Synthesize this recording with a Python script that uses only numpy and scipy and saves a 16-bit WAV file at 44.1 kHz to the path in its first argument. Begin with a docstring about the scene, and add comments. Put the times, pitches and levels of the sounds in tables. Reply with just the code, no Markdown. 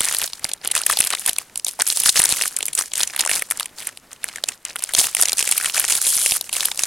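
"""A stiff foil wrapper is crumpled by two hands close to a microphone in a quiet room.
Each crease is a noise burst plus a kick: a short bright crack, a ringing facet, a dull flex of the sheet.
Loud snaps are listed; random small creases and filtered-noise rustle follow the squeezes of the fingers.
Large folds add puffs of air, a finger creaks once along the foil, and wavering room hiss lies below.
"""
import sys
import numpy as np
from scipy import signal
from scipy.fft import rfft, irfft, next_fast_len
from scipy.io import wavfile
from scipy.ndimage import uniform_filter1d

SR = 44100
rng = np.random.default_rng(int(sys.argv[2]) if len(sys.argv) > 2 else 0)


def wav_out(sig):
    """Save sig, one row per channel (or a flat mono array), as 16-bit PCM at SR to the path in sys.argv[1]."""
    wavfile.write(sys.argv[1], SR, np.round(np.clip(np.atleast_2d(sig).T, -1, 1) * 32767).astype(np.int16))


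N = 302594
GRAIN = 768  # samples per burst
GRAIN_T = (np.arange(GRAIN) - GRAIN // 2)[None] / SR  # s, 0 at the centre


def undb(db):
    """Amplitude factor of a level in dB."""
    return 10 ** (np.asarray(db) / 20)


def level(x, db):
    """Scale x to an RMS level in dB."""
    return x * undb(db) / np.sqrt(np.mean(x ** 2))


def colour(x, table):
    """Filter the last axis by a (f/Hz, level/dB) spectrum, interpolated over log frequency."""
    hz, db = np.transpose(table)
    f = np.arange(x.shape[-1] // 2 + 1) * SR / x.shape[-1]
    gain = undb(np.interp(np.log(f + 1), np.log(hz), db))
    return irfft(rfft(x) * gain, x.shape[-1])


def resonance(x, hz, sharpness):
    """Each row through its own second-order band-pass; sharpness is its Q."""
    tune = (np.arange(GRAIN // 2 + 1) * SR / GRAIN + 1) / hz[:, None]
    return irfft(rfft(x) / (1 + 1j * sharpness * (tune - 1 / tune)), GRAIN)


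def waver(s):
    """Smooth random wandering with spread 1 that changes over s seconds."""
    k = int(s * SR)
    return level(uniform_filter1d(uniform_filter1d(rng.standard_normal(N), k), k), 0)


def lay(s, grains):
    """Sum grains into one track, each centred on its time."""
    at = (s * SR).astype(int)[:, None] + np.arange(GRAIN) - GRAIN // 2
    at = np.clip(at, 0, N)
    return np.bincount(at.ravel(), grains.ravel(), N + 1)[:N]


RISE_SHARE, FALL_SHARE, BLUNT = .22, .5, 1.15  # time constants / burst length, decay exponent


def swell(t, rise, fall):
    """Quick build-up to t = 0, slower fall after it."""
    reach = np.maximum(-t / rise, t / fall)
    return np.exp(-reach ** BLUNT)


def even_peak(x):
    """Scale each row to an envelope of 1 over its loudest millisecond, about 40 samples."""
    power = uniform_filter1d(2 * x ** 2, size=40)
    return x / np.sqrt(power.max(axis=1, keepdims=True))


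SNAP_MS, SNAP_SPREAD = 4.45, 0.27  # median burst length, log spread
KICK_DB, KICK_SCATTER_DB = 18, 4  # re burst noise, at length SNAP_MS
EDGE_HZ, EDGE_OCTAVES, EDGE_SHARPNESS = 8570, 0.41, 2.43
FACET_SHARPNESS = 1.5
SHEET_DB = -12.5  # re facet ring
SHEET_HZ, SHEET_OCTAVES, SHEET_SHARPNESS = 760, .25, 2
# brightness of a crack at the microphone: f/Hz, level/dB
CRACK_SPECTRUM = [(300, -26), (2000, -4), (5400, -4), (7500, -2), (9700, 3.5), (12000, -5), (15200, -22.5)]


def buckle(s, db, ring_db, hz, ms, edge_hz=EDGE_HZ, edge_octaves=EDGE_OCTAVES, sharpness=FACET_SHARPNESS):
    """One burst per crease: noise and a kick excite the crack, its facet and the flexing sheet."""
    n = len(s)
    length_s = ms[:, None] / 1000
    shape = swell(GRAIN_T, RISE_SHARE * length_s, FALL_SHARE * length_s)
    # the instant the crease gives way
    sign = np.sign(rng.standard_normal((n, 1)))
    kick_gain = undb(KICK_DB + KICK_SCATTER_DB * rng.standard_normal((n, 1)))
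    kick = (GRAIN_T == 0) * sign * np.sqrt(ms[:, None] / SNAP_MS) * kick_gain
    burst = rng.standard_normal((n, GRAIN)) * shape + kick
    facet_burst = rng.standard_normal((n, GRAIN)) * shape + kick

    # every crease edge has its own colour
    edges_hz = edge_hz * 2 ** (edge_octaves * rng.standard_normal(n))
    crack = resonance(colour(burst, CRACK_SPECTRUM), edges_hz, EDGE_SHARPNESS)
    ring = resonance(resonance(facet_burst, hz, sharpness), hz, sharpness)
    sheet_hz = SHEET_HZ * 2 ** (SHEET_OCTAVES * rng.standard_normal(n))
    sheet = resonance(burst, sheet_hz, SHEET_SHARPNESS)
    dull = undb(ring_db)[:, None] * (even_peak(ring) + undb(SHEET_DB) * even_peak(sheet))
    return lay(s, undb(db)[:, None] * (even_peak(crack) + dull))


GRIP_DB_PER_S, LET_GO_DB_PER_S, SETTLE_DB, SETTLE_DB_PER_S = 501, 497, 7, 137
# squeezes of the fingers: start t/s, hold/s, small crackle level/dB, facet ring re crack level/dB
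SQUEEZES = [(0.0, 0.257, -28.5, -5.5), (0.329, 0.1, -49, 0.5), (0.439, 0.06, -40.5, 2.5),
            (0.652, 0.01, -37, 6.5), (0.763, 0.022, -25.5, -3), (0.902, 0.031, -23.5, -2),
            (0.991, 0.099, -30, -5.5), (1.129, 0.0029, -29.5, 3.5), (1.202, 0.003, -29.5, -7.5),
            (1.277, 0.011, -26.5, -3.5), (1.399, 0.018, -37, -0.5), (1.573, 0.017, -41.5, -29),
            (1.686, 0.0038, -28.5, -10), (1.803, 0.037, -36, 5), (1.869, 0.15, -26.5, -14.5),
            (2.064, 0.027, -19, -13), (2.17, 0.032, -19, -5), (2.223, 0.0032, -27.5, 3),
            (2.265, 0.21, -26.5, -8.5), (2.509, 0.2, -40.5, -4), (2.782, 0.034, -25.5, -9.5),
            (2.977, 0.059, -28, -5), (3.107, 0.091, -43, 2.5), (3.192, 0.046, -35, 4.5),
            (3.295, 0.088, -25.5, -5.5), (3.524, 0.11, -40.5, -0.5), (3.785, 0.1, -37, -0.5),
            (3.967, 0.0078, -51.5, -21), (4.122, 0.011, -44.5, 0), (4.236, 0.149, -44.5, 3.5),
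            (4.457, 0.08, -43.5, -3), (4.675, 0.029, -42, 7), (4.792, 0.13, -39.5, -3),
            (4.98, 0.084, -21, -8), (5.192, 0.039, -23.5, -5.5), (5.3, 0.042, -33.5, -3),
            (5.395, 0.0048, -21, -11), (5.445, 0.26, -29.5, -7), (5.752, 0.084, -25, -6.5),
            (5.883, 0.09, -23, -9.5), (6.018, 0.35, -24.5, -16.5), (6.428, 0.045, -42, -5.5),
            (6.545, 0.14, -28, -6.5), (6.784, 0.068, -29, -10.5)]


def effort():
    """Each squeeze rises, holds and dies away; returns summed level and mean facet ring, in dB."""
    t = np.arange(0, N + 64, 64) / SR
    s, hold, db, ring_db = np.transpose(SQUEEZES)[:, :, None]
    before = s - t
    after = t - s - hold
    # a quick drop, then the foil settles more slowly
    fall_db = np.minimum(LET_GO_DB_PER_S * after, SETTLE_DB + SETTLE_DB_PER_S * after)
    fade_db = np.clip(np.maximum(GRIP_DB_PER_S * before, fall_db), 0, 200)
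    power = undb(db - fade_db) ** 2
    total = power.sum(axis=0)
    mean_ring_db = (power * ring_db).sum(axis=0) / total
    at = np.arange(N) / SR
    return np.interp(at, t, 10 * np.log10(total)), np.interp(at, t, mean_ring_db)


SMALL_PER_S = 320  # candidates, before thinning
BUSY_DB, THINNING = -25, .4  # all candidates break above BUSY_DB; dB of chance per dB of effort
SMALL_DB, SMALL_SCATTER_DB, LARGEST = 3, 5, 0.95  # re effort, exponential scatter, its cut-off quantile
SMALL_MS, SMALL_SPREAD, SMALL_MIX_DB = 2.5, .8, 16  # median length, +- log range, full ring range
SMALL_FACET_HZ, FACET_OCTAVES = 2700, 1.1  # median, +- range


def crackle(work_db, ring_db):
    """Small creases buckle at random moments, few large and many tiny."""
    chance = rng.random((int(N / SR * SMALL_PER_S), 6))
    # a light touch breaks fewer creases
    busy = undb((work_db[(chance[:, 0] * N).astype(int)] - BUSY_DB) * THINNING)
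    when, size, facet, mix, long, _ = chance[chance[:, -1] < busy].T
    at = (when * N).astype(int)
    size_db = work_db[at] + SMALL_DB - SMALL_SCATTER_DB * np.log(1 - LARGEST * size)
    hz = SMALL_FACET_HZ * 2 ** (FACET_OCTAVES * (2 * facet - 1))
    small_ring_db = ring_db[at] + SMALL_MIX_DB * (mix - .5)
    ms = SMALL_MS * np.exp(SMALL_SPREAD * (2 * long - 1))
    return buckle(when * N / SR, size_db, small_ring_db, hz, ms)


RUSTLE_DB = -3.5  # skin noise re effort
RUB_BODY_HZ, RUB_BODY_DB = 2410, 7
RUSTLE_PATCHY_DB, RUSTLE_PATCH_S, RUSTLE_SPLIT_HZ = 4, .007, (1500, 3500, 7000)
# rustle of skin on foil: f/Hz, level/dB
RUB_SPECTRUM = [(300, -13.5), (3000, -3), (9700, 0.5), (16000, -13.5)]


def rustle(work_db, ring_db):
    """Skin rubs on foil: coloured noise follows the effort, patchy in four bands."""
    rub = level(colour(rng.standard_normal(N), RUB_SPECTRUM), RUSTLE_DB)
    # the facets hum along when they are free to ring
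    body = signal.filtfilt(*signal.butter(2, RUB_BODY_HZ, fs=SR), rub)
    full = rub + body * (undb(ring_db + RUB_BODY_DB) - 1)
    lows = [signal.sosfiltfilt(signal.butter(2, hz, fs=SR, output="sos"), full) for hz in RUSTLE_SPLIT_HZ]
    bands = np.diff([0 * full, *lows, full], axis=0)
    # each band comes and goes by itself
    patchy = sum(band * undb(RUSTLE_PATCHY_DB * waver(RUSTLE_PATCH_S)) for band in bands)
    return undb(work_db) * patchy


ROOM_DB, ROOM_WAVER_DB, ROOM_WAVER_S = -52, 2.5, .03
# quiet room and microphone hiss: f/Hz, relative density level/dB per Hz
ROOM_SPECTRUM = [(20, 14), (250, 14.5), (500, 12.5), (1760, 9), (4200, 1), (11500, 1), (16000, -9.5)]


def room_hiss():
    """Coloured noise of the quiet room and the microphone, wavering in level."""
    hiss = colour(rng.standard_normal(N), ROOM_SPECTRUM)
    return level(hiss * undb(ROOM_WAVER_DB * waver(ROOM_WAVER_S)), ROOM_DB)


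# loud snaps: t/s, crack level/dB, facet ring re crack level/dB, facet f/Hz
LOUD_SNAPS = [(0.0067, 1, -8, 3022), (0.047, -9, -8, 3705), (0.054, -6, -17, 3680), (0.0865, -8, -7, 2532),
              (0.1146, -21, -5, 4150), (0.1257, -9, -11, 2860), (0.1404, -16, -3, 3510),
              (0.148, -8.5, -4, 4130), (0.168, -12, -14, 3454), (0.1864, -4.5, -26, 3040),
              (0.277, -22, 2, 3753), (0.3337, -19, 1, 3930), (0.395, -26.5, -12, 1713),
              (0.4445, -9, 2, 5220), (0.4516, -15.5, 0.5, 1980), (0.4918, -18, -13, 2584),
              (0.5159, -22, 5, 3720), (0.5354, -9.5, -11.5, 3960), (0.6487, -13.5, -17, 3270),
              (0.6754, -5.5, -8.5, 3895), (0.715, -7.5, -9, 3224), (0.7525, -4.5, -8, 2118),
              (0.7778, -8.5, -2, 3900), (0.817, -10, -9, 3110), (0.8652, -2.5, -9, 2244),
              (0.912, -8, -7, 3379), (0.922, -6, -17, 3773), (0.972, -10.5, 3, 3920),
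              (0.9892, -6.5, -8, 3150), (1.0044, 0.5, -11.5, 1991), (1.009, -5.5, -5, 2678),
              (1.049, -9, -18, 3550), (1.072, -9.5, -5, 4350), (1.1045, -7, -6, 3030),
              (1.1503, -14, 0.5, 3512), (1.196, -13, -27.5, 2372), (1.2625, -2.5, -10, 3160),
              (1.2784, -8, -17.5, 3575), (1.294, -2.5, -8.5, 3740), (1.3322, -13.5, -14, 3200),
              (1.364, -29.5, 12, 3990), (1.385, -6, -7, 2720), (1.558, -14, -5, 3754),
              (1.5759, -8.5, -32.5, 4490), (1.5973, -19, -10, 3050), (1.6476, -5.5, -22, 3360),
              (1.6668, -14, 0, 3750), (1.6836, -11, -6.5, 4160), (1.792, -22.5, 3, 797),
              (1.799, -10.5, -7, 1100), (1.82, 1.5, -25, 3230), (1.868, -10, -28, 4058),
              (1.876, -3.5, -16, 3134), (1.8862, -10.5, -19, 4580), (1.9017, -3.5, -33, 4547),
              (1.9248, -5.5, -14, 2980), (1.9725, -5.5, -5, 4654), (2.001, -4.5, -14.5, 3342),
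              (2.0364, -2.5, -10.5, 3014), (2.06, -6, -28, 3360), (2.067, -4, -24.5, 3494),
              (2.0733, -11, -3, 4620), (2.0812, -12, -3, 4590), (2.093, 2, -15, 4900),
              (2.162, -14, 2.5, 3750), (2.1926, -1.5, -10.5, 4204), (2.196, -3.5, -11.5, 798.6),
              (2.2188, -3, -9, 3024), (2.2392, 1, -16.5, 1850), (2.252, 0, -21, 2730),
              (2.256, -2, -8.5, 4290), (2.2921, -7, -9, 3525), (2.3239, -3.5, -3, 3163),
              (2.3846, -17.5, -3, 3023), (2.4126, -13, 3.5, 2264), (2.422, -4.5, -5.5, 4200),
              (2.479, -9.5, -33, 4355), (2.5659, -4.5, -34, 4207), (2.571, -15, -7, 2400),
              (2.5883, -10.5, -23, 2900), (2.607, -18, 3.5, 2740), (2.6286, -9, -3.5, 3630),
              (2.656, -9, -33, 4460), (2.665, -11, -26, 4700), (2.683, -10.5, -8, 2510),
              (2.7321, -16, -8.5, 3670), (2.752, -3.5, -29.5, 4090), (2.7902, -2.5, -9, 4190),
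              (2.918, -33.5, 11, 3393), (2.9365, -8, -8, 3265), (2.9559, -10.5, -9.5, 3610),
              (2.9798, -11, -20, 2600), (2.997, -10, -11, 3680), (3.006, -13.5, 4, 3670),
              (3.0329, -2, -9, 3684), (3.0748, -14, -12, 2917), (3.139, -31, 5, 3480),
              (3.1634, -11, -5, 2710), (3.1941, -12, 1, 3626), (3.2081, -2.5, -12, 2700),
              (3.2124, -6.5, -11, 4173), (3.251, -10.5, -7.5, 2634), (3.2622, -7.5, -7, 860),
              (3.275, -10, -5.5, 1690), (3.3715, -13, -13, 1762), (3.3946, -13, -10, 2640),
              (3.4226, -10, -0.5, 2070), (3.5036, -13, -24, 3090), (3.5112, -4.5, -8.5, 2410),
              (3.5208, -12, -6, 1400), (3.574, -16.5, -28, 2380), (3.5984, -10, -1.5, 2860),
              (3.6067, -15.0, -4, 3080), (3.6584, -15, -8, 2562), (3.8714, -11, -9.5, 2478),
              (3.974, -25.5, 1.5, 3296), (4.131, -22, -11, 2760), (4.2426, -6.5, -5.5, 1940),
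              (4.2877, -21, 0, 3490), (4.3596, -17, -1, 2207), (4.439, -12, 5, 3970),
              (4.4876, -7, -10.5, 2544), (4.652, -10.5, -10, 3010), (4.759, -13.5, -2.5, 1490),
              (4.7635, -18, 2, 2910), (4.7933, -23, -1, 4290), (4.824, -17, -6, 3000),
              (4.839, -2, -18, 3017), (4.892, -18.5, -4.5, 2000), (4.9373, -6.5, -5, 3740),
              (4.9434, -12.5, -8, 4060), (4.95, -2.5, -7, 3466), (4.9848, -4, -6, 3400),
              (4.9894, 1, -7, 4360), (5.0054, -3, -22, 3620), (5.013, -7.5, -14, 700),
              (5.042, -14, -1, 2700), (5.1496, -1, -8.5, 2777), (5.1683, -11, -3, 2200),
              (5.206, -11.5, -11.5, 2810), (5.2138, -1, -20, 3023), (5.224, 4, -18, 3600),
              (5.2561, -5, -7.5, 2730), (5.285, -4, -8, 3570), (5.295, -9.5, -6.5, 2864),
              (5.3206, -7, -11, 3544), (5.331, -10.5, 2.5, 4223), (5.3833, -8.5, -9, 2973),
              (5.3928, -3, -8.5, 2680), (5.4058, -13, -1, 2584), (5.427, -6, -3, 3070),
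              (5.476, -6.5, -4.5, 2490), (5.4909, -8, -27, 4120), (5.5137, 1, -12.5, 3863),
              (5.5233, -3, -7.5, 2643), (5.5699, -12, -15, 2090), (5.579, -6.5, -8, 2835),
              (5.646, -8, -3, 2050), (5.6592, -6.5, -2.5, 2737), (5.698, -22.5, 11, 3437),
              (5.798, -3, -26, 4270), (5.8417, -19.5, 6.5, 2310), (5.8507, -5.5, -11, 2348),
              (5.899, -6, -11.5, 3320), (5.924, 1.5, -10, 2872), (5.978, -14, -6, 4424),
              (6.0159, -9.5, -13, 4380), (6.068, -7.5, -4, 3700), (6.168, -7, -32, 3993),
              (6.2614, -0.5, -4.5, 2475), (6.321, -6.5, -1.5, 2926), (6.4118, -10, -2.5, 4683),
              (6.4935, -19.5, -1.5, 2530), (6.529, -9, -6, 3713), (6.538, -10.5, -23, 3645),
              (6.5668, -8.5, -5, 3140), (6.6072, -10, -3.5, 4114), (6.6564, -2.5, -17, 3556),
              (6.716, -16, 4.5, 3084), (6.7755, -14, -8, 4580), (6.793, -6, -5.5, 2828),
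              (6.8361, -0.5, -15, 3826)]


def snaps():
    """The loud creases buckle, each with a slightly different burst length."""
    s, db, ring_db, hz = np.transpose(LOUD_SNAPS)
    ms = SNAP_MS * np.exp(SNAP_SPREAD * rng.standard_normal(len(s)))
    return buckle(s, db, ring_db, hz, ms)


THUD_S = 0.00064  # Gaussian half-width at 1/e
# large folds collapse: t/s, peak level/dB
FOLD_THUDS = [(0.01, -24), (0.45, -27.5), (1.003, -22), (1.294, -26.5), (2.061, -26), (2.196, -20),
              (2.328, -22), (4.986, -27), (6.166, -31), (6.322, -24.5)]


def thuds():
    """One-sided puffs of air when a large fold gives way near the microphone."""
    s, db = np.transpose(FOLD_THUDS)
    return lay(s, undb(db)[:, None] * np.exp(-(GRAIN_T / THUD_S) ** 2))


CREAK_MS, CREAK_JITTER, CREAK_SCATTER_DB = .35, .05, 2  # jitter in slip periods
CREAK_RING_DB, CREAK_HZ, CREAK_EDGE_HZ, CREAK_SHARPNESS = -16, 3200, 10300, 5
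# a finger drags and creaks: t/s, slip rate f/Hz, level/dB
CREAK_DRAG = [(6.05, 390, -20), (6.085, 390, -11), (6.1, 300, -10), (6.125, 245, -13), (6.18, 215, -15),
              (6.235, 225, -11), (6.3, 210, -14), (6.345, 240, -16), (6.375, 330, -28)]


def creak():
    """Stick-slip: nearly even, very short ticks whose rate follows the drag."""
    s, rate_hz, db = np.transpose(CREAK_DRAG)
    t = np.arange(s[0], s[-1], 1 / SR)
    turns = np.cumsum(np.interp(t, s, rate_hz)) / SR
    when = t[1:][np.diff(np.floor(turns)) > 0]
    jitter, scatter = rng.standard_normal((2, len(when)))
    when = when + CREAK_JITTER * jitter / np.interp(when, s, rate_hz)
    tick_db = np.interp(when, s, db) + CREAK_SCATTER_DB * scatter
    same = np.ones(len(when))
    return buckle(when, tick_db, CREAK_RING_DB * same, CREAK_HZ * same, CREAK_MS * same,
                  CREAK_EDGE_HZ, edge_octaves=0, sharpness=CREAK_SHARPNESS)


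WIDE_S = .002
# level of the side signal, a little treble width: f/Hz, level/dB
SIDE_SPECTRUM = [(3500, -60), (4200, -7), (9700, -9), (15200, -7)]


def treble_width(mono):
    """Side signal: the input with wandering phase, filtered to its treble."""
    analytic = signal.hilbert(mono, next_fast_len(N))[:N]
    turned = np.real(analytic * np.exp(1j * np.pi * waver(WIDE_S)))
    return colour(turned, SIDE_SPECTRUM)


def scene():
    """Foil and room in the middle; the treble is a little wide."""
    work_db, ring_db = effort()
    foil = crackle(work_db, ring_db) + rustle(work_db, ring_db) + snaps() + thuds() + creak()
    mid = foil + room_hiss()
    side = treble_width(foil)
    return np.array([mid + side, mid - side])


TOP_HZ, CEILING = 16000, .86


def record(dry):
    """The loudest peaks clip at CEILING; a steep zero-phase low-pass cuts the top."""
    cut = signal.ellip(12, .2, 80, TOP_HZ, fs=SR, output="sos")
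    return signal.sosfiltfilt(cut, np.clip(dry, -CEILING, CEILING))


dry = scene()
out = record(dry)
wav_out(out)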